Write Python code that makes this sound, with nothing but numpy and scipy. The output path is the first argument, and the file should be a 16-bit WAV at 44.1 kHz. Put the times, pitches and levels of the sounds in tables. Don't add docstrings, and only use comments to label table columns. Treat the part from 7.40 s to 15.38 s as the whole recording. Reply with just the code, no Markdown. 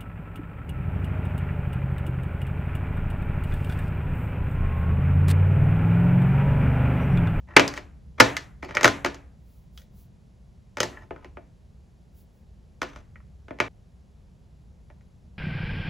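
import sys
import numpy as np
from scipy import signal
from scipy.fft import rfft, irfft
from scipy.io import wavfile

SR = 44100
rng = np.random.default_rng(int(sys.argv[2]) if len(sys.argv) > 2 else 0)


def digitize_waveform(pressure):
    field = np.atleast_2d(pressure).T
    bounded = np.clip(field, -1, 1)
    quanta = np.round(bounded * 32767).astype(np.int16)
    wavfile.write(sys.argv[1], SR, quanta)


N = 351918

# start_s, level_db, pitch_hz (strongest ring), tray_floor_db, hardness_db, other_end_wait_s
LANDINGS = [(0.1662, 1.5, 2350, -0.5, -1.5, .0038), (0.8021, 1, 1999, -0.5, 3.5, 0.0044),
            (1.445, -4.5, 2200, 1, 4.5, .0105), (1.6479, -14.5, 2290, 1.5, 1.5, 0.014),
            (3.4039, -15.5, 2984, 3.5, 9, .0274), (5.4181, -19.5, 1520, -1, 1, 0.012)]
# start_s, level_db (relative), pitch_hz, tray_floor_db, hardness_db
TAPS = [(0.196, -9.5, 2630, 2.5, 4.5), (0.2787, -30, 4700, 0, 15.5), (0.339, -34.5, 1900, 0.5, 8),
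        (0.3765, -28.5, 2280, -2, 2), (0.9678, -21.5, 2000, -17, 8.5), (1.229, -30, 2280, 8.5, -12),
        (1.2905, -39, 1850, 4.5, -21), (1.3092, -31.5, 1880, 1, -6), (1.3512, -30.5, 5200, 8, 10.5),
        (1.3698, -13, 2180, -5.5, -4), (1.4105, -25, 2130, 4.5, 5), (1.432, -16, 6904, -1, 5.5),
        (1.4783, -11.5, 1670, -5.5, 3), (1.7452, -39, 6700, -2.5, 6.5), (2.3763, -47, 3353, -34, 12),
        (3.371, -27.5, 2100, 4, 3.5), (3.384, -32.5, 1420, 4.5, 1), (3.572, -41, 1773, -2, -19),
        (3.7082, -30.5, 740, 6.5, -18.5), (3.762, -41, 1464, 4, -13), (3.846, -40.5, 2340, 7, -2),
        (3.971, -35, 760, 5, -19), (5.561, -38, 1193, 0, 0.5), (5.7577, -43, 2045, -14, -21),
        (5.803, -59, 1240, -3, -17), (6.0833, -41.5, 1500, 2.5, -7), (6.1077, -32.5, 629, 10, -15),
        (6.188, -38, 2300, -0.5, -3), (6.2022, -9, 2300, -3, -4.5), (7.5017, -50, 753.3, 8.5, -8.5),
        (7.61, -60, 2112, 1, -0.5)]
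# start_s, end_s, grain_level_db (relative), pitch_hz, hardness_db
SLIDES = [(.072, .163, -61.5, 1380, -15), (.35, .385, -54.5, 2180, 6.5), (.777, .801, -54.5, 1810, -7),
          (1.2215, 1.25, -48, 2000, 1), (1.27, 1.34, -56.5, 2000, -2), (1.342, 1.44, -51.5, 1900, -8),
          (2.37, 2.42, -79, 3500, 13), (3.5, 3.64, -66, 1300, -5), (3.76, 3.87, -70, 1000, -13.5),
          (5.47, 5.61, -67, 2900, 2)]
# freq_hz, level_db (relative)
BLOW_SPECTRUM = [(40, 7), (115, 24), (190, 23.5), (290, 29.5), (600, 29), (1000, 25.5), (2000, 19),
                 (3200, 15), (6000, 14), (8500, 7.5), (13000, 3.5), (15500, -12.5)]
# pitch_hz, level_db (over the contact click, before each blow's random share), t60_s
TRAY_MODES = [(116, 7, 0.2), (281.6, 11, .45), (357.2, 8, 0.048), (424.3, 8, 0.25), (512, 6.5, 0.16),
              (601, 11.5, 0.11), (672.4, 9, 0.13), (878, 9, 0.074), (1028.7, 7, 0.26), (1191, 5.5, 0.32),
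              (1277, 7.5, .14), (1456, 10.5, .15), (1744, 12, 0.15), (1908, 7.5, 0.062), (2340, 8.5, 0.27),
              (2640, 8, .13), (2880, 8, 0.14)]
# pitch_hz, level_db (as for the tray), t60_s
PEN_MODES = [(1360, 8.5, 0.0087), (1930, 7.5, 0.0031), (2330, 7.5, .016), (2670, 1, 0.015),
             (3000, 4.5, 0.0092), (3320, 3, .15), (3944, 2, 0.031), (4540, -0.5, 0.026), (5130, 4, 0.013),
             (6170, 4, 0.0066)]
# freq_hz, share_of_tray_floor_db (ratio)
FLOOR_REACH = [(230, 1.0), (650, 0.72), (1300, -0.01), (2400, 0)]
# freq_hz, share_of_hardness_db (ratio)
HARD_REACH = [(2400, 0), (4600, 1.0), (10000, 1.17)]
# freq_hz, gain_db
PLASTIC_GIVE = [(4600, 0), (10000, -3.5)]
# freq_hz, gain_db
ROOM_GAIN = [(120, 3.5), (300, -2.5), (700, -3.5), (1400, -5), (2400, 1.5), (5000, 1), (12000, -16.5)]
# freq_hz, t60_s
ROOM_T60 = [(120, .45), (400, 0.38), (1500, 0.47), (5000, 0.19), (12000, 0.49)]
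# freq_hz, likeness (1 = identical)
ROOM_LIKENESS = [(100, 0.97), (350, 0.88), (700, .3), (1100, 0.13), (1800, 0.91), (6500, 0.926),
                 (9000, 0.98), (15000, 0.56)]
# centre_s, half_length_s, level_db (rms at the peak of a swell)
SWISHES = [(2.14, 0.09, -71), (2.392, 0.045, -64), (2.601, 0.05, -64), (4.793, 0.043, -65),
           (4.971, 0.051, -80.5)]
# freq_hz, level_db (relative)
CLOTH_SPECTRUM = [(500, -30), (2500, -9), (5000, -5), (8000, -7), (11000, 0), (15500, -3)]
# (per Hz, relative)
RUMBLE_SPECTRUM = [(15, -43.5), (25, -14), (44, -3.5), (65, 3), (91, -5.5), (192, -9.5), (286, -25.5),
                   (309, -26), (372, -25), (684, -30.5), (1360, -41.5), (6670, -49), (8930, -53),
                   (11000, -52.5), (14000, -69.5)]
# freq_hz, likeness (1 = identical)
RUMBLE_LIKENESS = [(50, 1), (200, 0.72), (800, 0.39), (2000, 0.41), (5000, 1)]
# time_s, level_db
RUMBLE_CONTOUR = [(0.0, -47.5), (1.6, -45.5), (2.02, -52), (3.33, -56.5), (3.58, -50), (4.93, -60),
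                  (5.58, -47.5), (6.4, -57.5), (7.98, -51)]
# freq_hz, lag_cycles
PORT_LAG = [(7400, 0), (9100, .5), (10700, 1), (11600, 1), (13300, 1.5), (15000, 2)]

RING_DB, RING_DAMPING = 7.5, 0.25
OTHER_END_DB, OTHER_END_PITCH = -5, 0.68
GRAZE_AHEAD_S, GRAZE_DB, GRAZE_FLOOR_DB = 0.0023, -19, 9
CUT_S = 6.283
RUMBLE_DB = -49
BAND_EDGE_HZ = 16000
LEAD = 64
SIZE = 24576
HZ, T = np.fft.rfftfreq(SIZE, 1 / SR), np.arange(SIZE) / SR
ALL_HZ = np.fft.rfftfreq(N, 1 / SR)


def pens(slide_floor_db=2.0, slide_ring_db=3.5):
    out = np.zeros((2, N))
    modes = resonances(TRAY_MODES + PEN_MODES)
    spaces = [surroundings() for _ in range(7)]
    for k, (start_s, level_db, pitch_hz, floor_db, hard_db) in enumerate(contacts()):
        ring_db = RING_DB - RING_DAMPING * floor_db
        blow = knock(pitch_hz, ring_db, floor_db, hard_db, modes, spaces[k % len(spaces)])
        add(out, start_s - LEAD / SR, amp(level_db) * blow)
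    for k, (start_s, end_s, level_db, pitch_hz, hard_db) in enumerate(SLIDES):
        grain = knock(pitch_hz, slide_ring_db, slide_floor_db, hard_db, modes, spaces[k % len(spaces)])
        slide = signal.fftconvolve(catches(end_s - start_s)[None], grain, axes=1)
        add(out, start_s - LEAD / SR, amp(level_db) * slide)
    return out * amp([[0.4], [-0.4]])


def contacts():
    rows = []
    for start_s, level_db, pitch_hz, floor_db, hard_db, wait_s in LANDINGS:
        graze_s = start_s - GRAZE_AHEAD_S
        rows.append((graze_s, level_db + GRAZE_DB, pitch_hz, floor_db + GRAZE_FLOOR_DB, hard_db))
        rows.append((start_s, level_db, pitch_hz, floor_db, hard_db))
        other_pitch_hz = pitch_hz * OTHER_END_PITCH
        rows.append((start_s + wait_s, level_db + OTHER_END_DB, other_pitch_hz, floor_db, hard_db))
    return rows + list(TAPS)


def knock(pitch_hz, ring_db, floor_db, hard_db, modes, space, ring_width=0.12):
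    near, room = space
    force_db = read(BLOW_SPECTRUM, HZ) + read(PLASTIC_GIVE, HZ)
    force_db = force_db + floor_db * read(FLOOR_REACH, HZ) + hard_db * read(HARD_REACH, HZ)
    force = causal(force_db)
    half_favour = causal(0.5 * ring_db / (1 + ((HZ / pitch_hz - 1) / ring_width) ** 2))
    shares = amp(3 * rng.standard_normal(len(modes)) - 1.5)
    ringing = 1 + (shares[:, None] * modes).sum(0)
    heard = half_favour * ringing * near + room
    sound = irfft(force * bending() * half_favour * heard)
    fade_out = np.minimum(1, 10 * (T[-1] - T))
    return amp(-4.5) * np.roll(sound, LEAD, axis=1) * fade_out


def resonances(modes):
    hz, db, t60 = np.transpose(modes)[:, :, None]
    half_width = np.log(1000) / (2 * np.pi * t60)
    return amp(db) * 2j * half_width * HZ / (hz ** 2 - HZ ** 2 + 2j * half_width * HZ)


def bending(bass_delay_s=0.0079, knee_hz=420):
    path = rng.uniform(0.43, 0.82)
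    delay = bass_delay_s * path / (1 + (HZ / knee_hz) ** 2)
    return np.exp(-2j * np.pi * np.cumsum(delay) * SR / SIZE)


def catches(length_s, grains_per_s=2500, stick_db=5, grip_band_hz=110):
    grip = unit(irfft(rfft(rng.standard_normal(SIZE)) * (HZ < grip_band_hz)))
    sizes = rng.standard_normal(SIZE) * amp(stick_db * grip)
    struck = rng.random(SIZE) < grains_per_s / SR
    return sizes * struck * (T < length_s)


def surroundings(direct_db=-2, chatter_db=-5, scatter_db=-5, wall_db=-15, wall_s=0.0105):
    chatter = tail([(300, 0.03), (9000, 0.018)], rise_s=0.0003)
    scatter = tail([(250, 0.13), (1500, 0.082), (9000, 0.054)], rise_s=0.0007)
    wall = np.exp(-2j * np.pi * HZ * wall_s)
    near = amp(direct_db) + amp(chatter_db) * chatter + amp(scatter_db) * scatter + amp(wall_db) * wall
    return near, amp(read(ROOM_GAIN, HZ)) * tail(ROOM_T60, rise_s=0.014)


def tail(t60s, rise_s):
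    hz, t, z = signal.stft(rng.standard_normal((2, SIZE)), SR, nperseg=256)
    decay = np.exp(-np.log(1000) * t / read(t60s, hz)[:, None])
    echoes = signal.istft(z * decay, SR, nperseg=256)[1][:, :SIZE]
    echoes = echoes * (1 - np.exp(-(T / rise_s) ** 2))
    return pair(rfft(echoes / np.linalg.norm(echoes[0])), read(ROOM_LIKENESS, HZ))


def add(mix, start_s, sound):
    stop = round(CUT_S * SR) if start_s < CUT_S else N
    part = mix[:, round(start_s * SR):stop][:, :sound.shape[1]]
    part += sound[:, :part.shape[1]]


def sleeve():
    t = np.arange(N) / SR
    speed = sum(amp(db) * np.exp(-((t - centre_s) / half_s) ** 2) for centre_s, half_s, db in SWISHES)
    return speed * noise(CLOTH_SPECTRUM, 1.0)


def rumble(follow=0.48, corner_hz=220):
    time_s, db = np.transpose(RUMBLE_CONTOUR)
    swell_db = follow * np.interp(np.arange(N) / SR, time_s, db - np.median(db))
    air = noise(RUMBLE_SPECTRUM, read(RUMBLE_LIKENESS, ALL_HZ))
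    low = irfft(rfft(air) / (1 + (ALL_HZ / corner_hz) ** 4), N)
    return amp(RUMBLE_DB) * (air + low * (amp(swell_db) - 1))


def noise(spectrum, likeness):
    z = rfft(rng.standard_normal((2, N))) * amp(read(spectrum, ALL_HZ))
    return unit(irfft(pair(z, likeness), N))


def pair(z, likeness):
    likeness = np.clip(likeness, -1, 1)
    mid = z[0] * np.sqrt((1 + likeness) / 2)
    side = z[1] * np.sqrt((1 - likeness) / 2)
    return np.array([mid + side, mid - side])


def causal(db):
    log_gain = np.log(amp(np.concatenate([db, db[-2:0:-1]])))
    return np.exp(np.conj(signal.hilbert(log_gain)))[:len(db)]


def read(points, hz):
    f, value = np.transpose(points)
    return np.interp(np.log(hz + 1), np.log(f + 1), value)


def unit(x):
    return x / np.sqrt(np.mean(x ** 2) + 1e-20)


def amp(db):
    return 10 ** (np.asarray(db) / 20)


def scene():
    return pens() + sleeve() + rumble()


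def record(dry):
    half_lag = np.exp(1j * np.pi * np.interp(ALL_HZ, *np.transpose(PORT_LAG)))
    port_peak = amp(8 * np.exp(-((ALL_HZ - 15200) / 1000) ** 2))
    ports = irfft(rfft(dry) * port_peak * np.array([1 / half_lag, half_lag]), N)
    clipped = np.clip(ports, -1, 1)
    lowpass = signal.firwin(511, BAND_EDGE_HZ, window=("kaiser", 9), fs=SR)
    return signal.oaconvolve(clipped, lowpass[None], "same")


dry = scene()
out = record(dry)
digitize_waveform(out)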